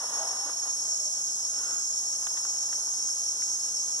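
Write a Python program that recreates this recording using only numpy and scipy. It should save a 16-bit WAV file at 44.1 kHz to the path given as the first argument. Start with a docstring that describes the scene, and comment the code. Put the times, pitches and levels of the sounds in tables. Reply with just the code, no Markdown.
"""A tropical forest, droning with cicadas: each clicks its ribbed drums some 200 times a second,
ringing its body, and throbs about 8 times a second. One sings close by and a few further off, one of
them wavering; a chorus and a latecomer swell during the first second. Below lie a faint hush,
crickets, dull rustles, hollow tones, scrapes and twig ticks. The two microphone channels are out of
step; near the end the camera's shell clicks once in both."""
import sys
import numpy as np
from scipy.fft import rfft, irfft, next_fast_len
from scipy.io import wavfile
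from scipy.ndimage import map_coordinates

SR = 44100
rng = np.random.default_rng(int(sys.argv[2]) if len(sys.argv) > 2 else 0)


def output_pcm(signal):
    """Save a mono or channel-first signal as 16-bit PCM at the path in sys.argv[1].

    Samples are clipped to [-1, 1] before scaling.
    """
    pcm = np.clip(np.atleast_2d(signal).T, -1, 1) * 32767
    wavfile.write(sys.argv[1], SR, np.round(pcm).astype(np.int16))


N = 176400


def amp(db):
    """Decibels to gain."""
    return 10 ** (np.asarray(db) / 20)


def unit(x):
    """Scale to rms 1."""
    return x / np.sqrt(np.mean(x ** 2) + 1e-20)


def along(points, hz):
    """Interpolate (freq_hz, value) points on a log axis."""
    freqs, values = np.transpose(points)
    return np.interp(np.log(hz + 1), np.log(freqs + 1), values)


def clock():
    """Sample times in seconds."""
    return np.arange(N) / SR


def curve(rows):
    """Interpolate (time_s, value) points at every sample."""
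    return np.interp(clock(), *np.transpose(rows))


def wobble(rate_hz):
    """Smooth random curve, rate_hz knots a second."""
    return map_coordinates(rng.standard_normal(4096), [clock() * rate_hz + 2], mode="mirror")


def decay(age_s, t60_s):
    """Exponential decay, floored at -120 dB."""
    return amp(-60 * np.minimum(age_s / t60_s, 2))


def filtered(x, response):
    """Apply a complex frequency response."""
    size = next_fast_len(N + SR // 2)
    return irfft(rfft(x, size) * response(np.fft.rfftfreq(size, 1 / SR)), size)[..., :N]


def coloured(x, spectrum):
    """Shape by (freq_hz, gain_db) points; rms 1."""
    return unit(filtered(x, lambda hz: amp(along(spectrum, hz))))


def resonant(x, centre_hz, width_hz):
    """Two identical band-passes in series."""
    def band(hz):
        return 1j * hz * width_hz / (centre_hz ** 2 - hz * hz + 1j * hz * width_hz)
    return filtered(x, lambda hz: band(hz) ** 2)


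def noise():
    """White noise: the part both channels share, and the part in which they differ."""
    return rng.standard_normal((2, N))


def forest(x, wet_db, t60_s=.4):
    """Direct sound plus scatter from trunks and leaves: shared and differing parts, each at rms 1."""
    t = np.arange(SR // 2) / SR
    tail = rng.standard_normal((2, len(t))) * amp(-60 * t / t60_s)
    tail /= np.linalg.norm(tail[0])
    wet = irfft(rfft(x) * rfft(tail, N), N)
    return np.array([unit(x + amp(wet_db) * wet[0]), unit(wet[1])])


def drum_clicks(rate_hz, envelope, jitter_s=4e-6, spread_db=1.3):
    """Clicks of a cicada's ribbed drums, slightly uneven in time and strength."""
    cycles = rng.random() + np.cumsum(rate_hz) / SR
    timing, force = rng.standard_normal((2, 2048))
    at = np.interp(np.arange(1, int(cycles[-1])), cycles, np.arange(N))
    at = np.clip(at + jitter_s * SR * timing[:len(at)], 0, N - 1)
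    taps = at.astype(int)[:, None] + np.arange(-7, 9)
    offset = taps - at[:, None]
    pulse = np.sinc(offset) * np.cos(np.pi * offset / 16) ** 2  # lands between samples
    strength = envelope[at.astype(int)] * amp(spread_db * force[:len(at)])
    return np.bincount((taps % N).ravel(), (pulse * strength[:, None]).ravel(), N)


def singer(rate_hz, drift=.002, throb_hz=7.8, depth_db=1.45, bend=.0007):
    """One cicada's clicks: each throb makes them louder and a little faster."""
    cycles = throb_hz * rng.uniform(.9, 1.1) * clock() + rng.random() + .13 * wobble(1.97)
    throb = np.sin(2 * np.pi * cycles)
    return drum_clicks(rate_hz * (1 + bend * throb + drift * wobble(5)), amp(depth_db * throb))


def crowd(spectrum, count, speedup_per_s=.004):
    """Several insects at their own click rates, all slowly speeding up."""
    rates_hz = rng.uniform(195, 265, count)
    speedup = 1 + speedup_per_s * clock()
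    voices = sum(forest(singer(hz * speedup), wet_db=3) for hz in rates_hz)
    return coloured(voices, spectrum)


# Throbs: peak_s, relative_db
NEAR_THROBS = [(0.056, -38.0), (0.165, -39.8), (0.294, -37.5), (0.415, -37.9), (0.587, -38.3),
               (0.708, -38.9), (0.802, -38.2), (0.931, -36.3), (1.058, -37.6), (1.168, -38.6),
               (1.317, -39.1), (1.448, -38.5), (1.575, -36.7), (1.71, -38.5), (1.843, -38.4),
               (1.982, -37.3), (2.088, -36.8), (2.22, -40.7), (2.374, -40.1), (2.482, -39.1),
               (2.617, -39.4), (2.743, -38.9), (2.867, -39.5), (3.006, -38.7), (3.116, -38.9),
               (3.284, -35.8), (3.411, -38.4), (3.507, -37.8), (3.652, -38.4), (3.774, -36.8),
               (3.943, -37.1)]
# Click rate: time_s, rate_hz
NEAR_RATE = [(0, 241.4), (4, 242.0)]


def near_cicada(throb_width_s=.026, boost_db=2.5, floor_db=-40, bend=.0025):
    """Clicks drive a nearly pure body ring that swells and bends up with each throb."""
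    humps = [np.exp(-.5 * ((clock() - peak_s) / throb_width_s) ** 2) for peak_s, _ in NEAR_THROBS]
    throbs = sum(hump * amp(db + boost_db) for hump, (_, db) in zip(humps, NEAR_THROBS))
    envelope = np.hypot(amp(floor_db), throbs)
    rate_hz = curve(NEAR_RATE) * (1 + bend * (sum(humps) - .7))
    ring = resonant(drum_clicks(rate_hz, envelope), centre_hz=5591, width_hz=160)
    return np.sqrt(np.mean(envelope ** 2)) * forest(ring, wet_db=-16)


# Click rates, one row per cicada: start_hz, end_hz
CLICK_RATES = [(220.8, 224.8), (269.5, 269.3), (211.9, 212.9), (219.0, 223.2)]
# Rate wander, same order: drift_fraction
RATE_DRIFTS = [.0016, .001, .0013, .0028]
# Bodies, same order: resonance_hz, width_hz, level_db
BODIES = [(5320, 120, -46), (5480, 230, -46.5), (5503, 170, -43), (6447, 540, -39)]


def neighbours():
    """Four cicadas in nearby trees, each ringing its own body."""
    out = np.zeros((2, N))
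    for (start_hz, end_hz), drift, (hz, width_hz, db) in zip(CLICK_RATES, RATE_DRIFTS, BODIES):
        clicks = singer(np.linspace(start_hz, end_hz, N), drift)
        out += amp(db) * forest(resonant(clicks, hz, width_hz), wet_db=4)
    return out


# Centre click rate: time_s, rate_hz
WAVERING_RATE = [(0, 235.6), (1.2, 236.1), (2.4, 237.6), (4, 237.6)]


def wavering_cicada(swing_fraction=.005, period_s=.507, crest_s=.45):
    """The click rate swings twice a second, carrying the ringing tones along."""
    swing = swing_fraction * np.cos(2 * np.pi * (clock() - crest_s) / period_s)
    clicks = singer(curve(WAVERING_RATE) * (1 + swing))
    return amp(-36) * forest(resonant(clicks, centre_hz=6412, width_hz=790), wet_db=4)


# Chorus swell: time_s, level_db
CHORUS_SWELL = [(0, -48), (.55, -50), (.85, -37.5), (1.5, -37.5), (2.5, -36.5), (4, -35.5)]
# Chorus colour: freq_hz, gain_db
CHORUS_SPECTRUM = [(3500, -58), (4600, -65), (5100, -18.5), (5400, -6), (5650, -13.5), (5900, -19),
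                   (6200, -1.5), (6500, 3), (6800, -10.5), (7200, -13), (7800, -19), (8600, -28),
                   (10000, -37), (12000, -61)]


def chorus():
    """Massed cicadas swell during the first second."""
    return amp(curve(CHORUS_SWELL)) * crowd(CHORUS_SPECTRUM, count=4)


# Buzz colour: freq_hz, gain_db
BUZZ_SPECTRUM = [(7500, -69), (8800, -3.5), (9250, -4), (9550, 0), (9900, -8), (10500, -9.5), (11100, -10),
                 (11800, -36), (15000, -39)]


def buzzers():
    """Clicking insects with a thin, higher buzz."""
    return amp(-46.5) * crowd(BUZZ_SPECTRUM, count=4)


# Hiss colour: freq_hz, gain_db
FAR_SPECTRUM = [(2500, -83), (4200, -13), (4900, -17.5), (5500, 7), (6500, -4.5), (7500, -5.5),
                (8700, -7.5), (10200, -5.5), (11300, -17.5), (12500, -20.5), (13500, -23), (15500, -28)]


def far_insects(level_db=-40.5, flicker_db=.32):
    """Countless far insects blur into a hiss."""
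    return amp(level_db + flicker_db * wobble(17)) * coloured(noise(), FAR_SPECTRUM)


# Hush colour: freq_hz, gain_db
HUSH_SPECTRUM = [(20, 2), (45, -15), (66, 8), (88, -1), (115, -0.5), (170, -2), (300, -2.5), (500, -2.5),
                 (800, -0.5), (1300, -4), (1800, -8.5), (2500, -9), (4200, -10), (6000, -9.5), (15000, -35)]


def hush(level_db=-53, flicker_db=.8):
    """Faint, broad forest noise."""
    return amp(level_db + flicker_db * wobble(25.12)) * coloured(noise(), HUSH_SPECTRUM)


# Insect whine: time_s, pitch_hz, level_db
WHINE_TRACK = [(0, 9570, -59), (1.9, 9560, -57), (2.1, 9490, -55.5), (2.4, 9480, -56), (2.6, 9470, -68),
               (4, 9470, -74)]


def whine():
    """One insect holds a thin, slowly sinking tone, then fades."""
    time_s, hz, db = np.transpose(WHINE_TRACK)
    pitch_hz = np.interp(clock(), time_s, hz) * (1 + .000675 * wobble(18))
    tone = np.sin(2 * np.pi * np.cumsum(pitch_hz) / SR)
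    return amp(np.interp(clock(), time_s, db)) * forest(tone, wet_db=14)


# Cricket tones: pitch_hz, level_db
CRICKET_TONES = [(4447, -57), (4780, -62.5)]


def crickets():
    """Distant crickets: faint, unsteady tones pitched below the cicadas."""
    return sum(amp(db) * unit(resonant(noise(), hz, width_hz=55)) for hz, db in CRICKET_TONES)


# Rustle envelope: time_s, level_db
RUSTLE_ENVELOPE = [(0, -44), (.08, -45.5), (.13, -42), (.27, -44), (.33, -44.5), (.43, -49), (.49, -45),
                   (.55, -57), (.61, -56.5), (.66, -46.5), (.71, -50), (.77, -66), (.88, -54.5),
                   (1.15, -76), (2, -68), (2.3, -56), (2.8, -57.5), (3.2, -63), (4, -71)]
# Rustle colour: freq_hz, gain_db
RUSTLE_SPECTRUM = [(100, -33), (300, -13.5), (500, -6.5), (750, -2), (1050, -1), (1500, -8), (2000, -12),
                   (2800, -17.5), (4000, -19.5), (8000, -49)]


def rustles():
    """Dull, crumbly rustling: noise with a fast-flickering level."""
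    grains = noise() * amp(1.06 * wobble(110) + .86 * wobble(400))
    return amp(curve(RUSTLE_ENVELOPE)) * coloured(grains, RUSTLE_SPECTRUM)


# Tones in the rustling: centre_s, length_s, start_hz, end_hz, level_db
HOLLOW_TONES = [(.235, .13, 845, 755, -42), (.225, .17, 640, 675, -48.5), (.42, .12, 735, 860, -44),
                (.565, .05, 660, 675, -52), (.915, .13, 670, 640, -58), (1.035, .19, 640, 600, -57),
                (1.17, .1, 585, 565, -63)]


def hollow_tones(waver_fraction=.015, breakup_db=3):
    """Short, broken, gliding tones, blurred by the trees."""
    out = np.zeros(N)
    for centre_s, length_s, start_hz, end_hz, db in HOLLOW_TONES:
        progress = np.clip((clock() - centre_s) / length_s + .5, 0, 1)
        pitch_hz = (start_hz + (end_hz - start_hz) * progress) * (1 + waver_fraction * wobble(132))
        envelope = amp(db + breakup_db * wobble(71.4)) * np.sin(np.pi * progress)
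        out += envelope * np.sin(2 * np.pi * np.cumsum(pitch_hz) / SR)
    return out.std() * forest(out, wet_db=-4)


# Drags: peak_s, rise_s, fall_s, level_db
SCRAPE_STROKES = [(0.485, 0.028, 0.028, -48), (1.71, .11, 0.065, -48.5)]
# Scrape colour: freq_hz, gain_db
SCRAPE_SPECTRUM = [(120, -23), (280, 1), (450, -1), (900, -1.5), (1200, 2), (1430, 7), (1700, -3.5),
                   (2200, -3), (4000, -15), (8000, -46)]


def scrapes():
    """Something drags softly through the undergrowth, twice."""
    t = clock()
    envelope = np.zeros(N)
    for peak_s, rise_s, fall_s, db in SCRAPE_STROKES:
        width_s = np.where(t < peak_s, rise_s, fall_s)
        envelope += amp(db) * np.exp(-.5 * ((t - peak_s) / width_s) ** 2)
    return envelope * coloured(noise() * amp(.94 * wobble(140)), SCRAPE_SPECTRUM)


# Click rate: time_s, rate_hz
LATECOMER_RATE = [(0, 197.0), (1.2, 197.8), (1.8, 198.9), (2.4, 199.6), (4, 200.4)]
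# Entry swell: time_s, level_db
LATECOMER_SWELL = [(0, -60), (.55, -59), (.85, -37), (2.2, -40.5), (4, -38.5)]
# Song colour: freq_hz, gain_db
LATECOMER_SPECTRUM = [(4000, -53), (5000, -16.5), (5700, -5.5), (6100, -6.5), (6400, -0.5), (6750, -4.5),
                      (7000, -7), (7400, -9), (8000, -15.5), (9000, -26), (12000, -43)]


def latecomer():
    """A slower-clicking, brighter cicada joins in and holds steady tones."""
    clicks = singer(curve(LATECOMER_RATE), drift=.0017)
    return amp(curve(LATECOMER_SWELL)) * coloured(forest(clicks, wet_db=4), LATECOMER_SPECTRUM)


# Twigs: start_s, level_db, resonance_hz, width_hz, t60_s
TWIG_TICKS = [(2.228, -45, 990, 900, 0.044), (2.269, -34, 1490, 2570, 0.027),
              (2.371, -42, 1540, 2220, 0.07), (2.45, -40.5, 1260, 420, 0.057),
              (2.565, -48, 1190, 1200, 0.04), (2.728, -40.5, 1540, 2080, 0.054),
              (3.089, -45, 1290, 900, 0.034)]


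def twig_ticks(snap_db=-1, attack_s=.00012):
    """Twigs give way: a brief snap and a short woody ring."""
    out = np.zeros((2, N))
    for start_s, db, hz, width_hz, t60_s in TWIG_TICKS:
        age_s = np.maximum(clock() - start_s, 0)
        ring = decay(age_s, t60_s) * unit(resonant(noise(), hz, width_hz))
        snap = decay(age_s, t60_s=.008) * unit(resonant(noise(), centre_hz=2370, width_hz=3800))
        out += amp(db) * (1 - np.exp(-age_s / attack_s)) * (ring + amp(snap_db) * snap)
    return out


# Click colour: freq_hz, gain_db
SHELL_SPECTRUM = [(300, -20), (900, -13), (1500, 5), (3000, -2), (5000, 0), (9000, -24)]


def shell_click(start_s=3.422, click_db=-37.5, bump_db=-61, bump_hz=50):
    """A dry click and a soft bump in the camera's shell reach both channels at once."""
    age_s = np.maximum(clock() - start_s, 0)
    click = (age_s > 0) * decay(age_s, t60_s=.0098) * coloured(noise()[0], SHELL_SPECTRUM)
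    bump = decay(age_s, t60_s=.16) * np.sin(2 * np.pi * bump_hz * age_s)
    return amp(click_db) * click + amp(bump_db) * bump


# Channel likeness: freq_hz, likeness (clipped to 0-1)
LIKENESS = [(60, 0.92), (170, 0.43), (300, 0.6), (600, 0.88), (1400, 1.05), (1900, 0.42), (3400, 3.5),
            (5200, 0.22), (5600, 1.13), (6500, 0.82), (10000, 1.1), (15000, 0)]
# Channel balance: freq_hz, left_minus_right_db
BALANCE = [(100, 0), (700, -1), (1500, -1), (4800, -0.5), (5550, 0), (6500, -2.5), (7800, 0), (9600, 2.5),
           (13000, 0.5)]
# Pull towards in or out of phase: freq_hz, pull_rad
PHASE_PULL = [(1000, 0.89), (4500, 0.12), (7000, 0.023), (12000, 0.054)]
# Pull into step: freq_hz, offset_removed_fraction
ALIGNMENT = [(150, 0.018), (270, 0.89), (1700, 0.31), (1950, 0.0039)]


def microphones(parts, lag_s=.000437):
    """Shared and differing parts to stereo; the right is inverted and lags, less so in the low mids."""
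    def blend(hz):
        angle = np.arccos(np.clip(along(LIKENESS, hz), 0, 1)) / 2
        return np.array([np.cos(angle), np.sin(angle)])

    def offset(hz):
        phase = np.pi + 2 * np.pi * hz * lag_s
        phase -= along(PHASE_PULL, hz) * np.sin(2 * phase)
        phase += along(ALIGNMENT, hz) * (2 * np.pi - phase)
        half = np.array([[.5], [-.5]])
        return amp(half * along(BALANCE, hz)) * np.exp(1j * half * phase)
    shared, apart = filtered(parts, blend)
    return filtered(np.array([shared + apart, shared - apart]), offset)


def scene():
    """Insects near and far over the forest floor."""
    bed = chorus() + buzzers() + far_insects() + hush()
    cicadas = near_cicada() + neighbours() + wavering_cicada() + latecomer()
    thin_tones = whine() + crickets()
    floor = rustles() + hollow_tones() + scrapes() + twig_ticks()
    return microphones(bed + cicadas + thin_tones + floor) + shell_click()


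def record(dry):
    """Brick-wall low-pass."""
    top_hz = 15700
    return filtered(dry, lambda hz: hz < top_hz)


dry = scene()
out = record(dry)
output_pcm(out)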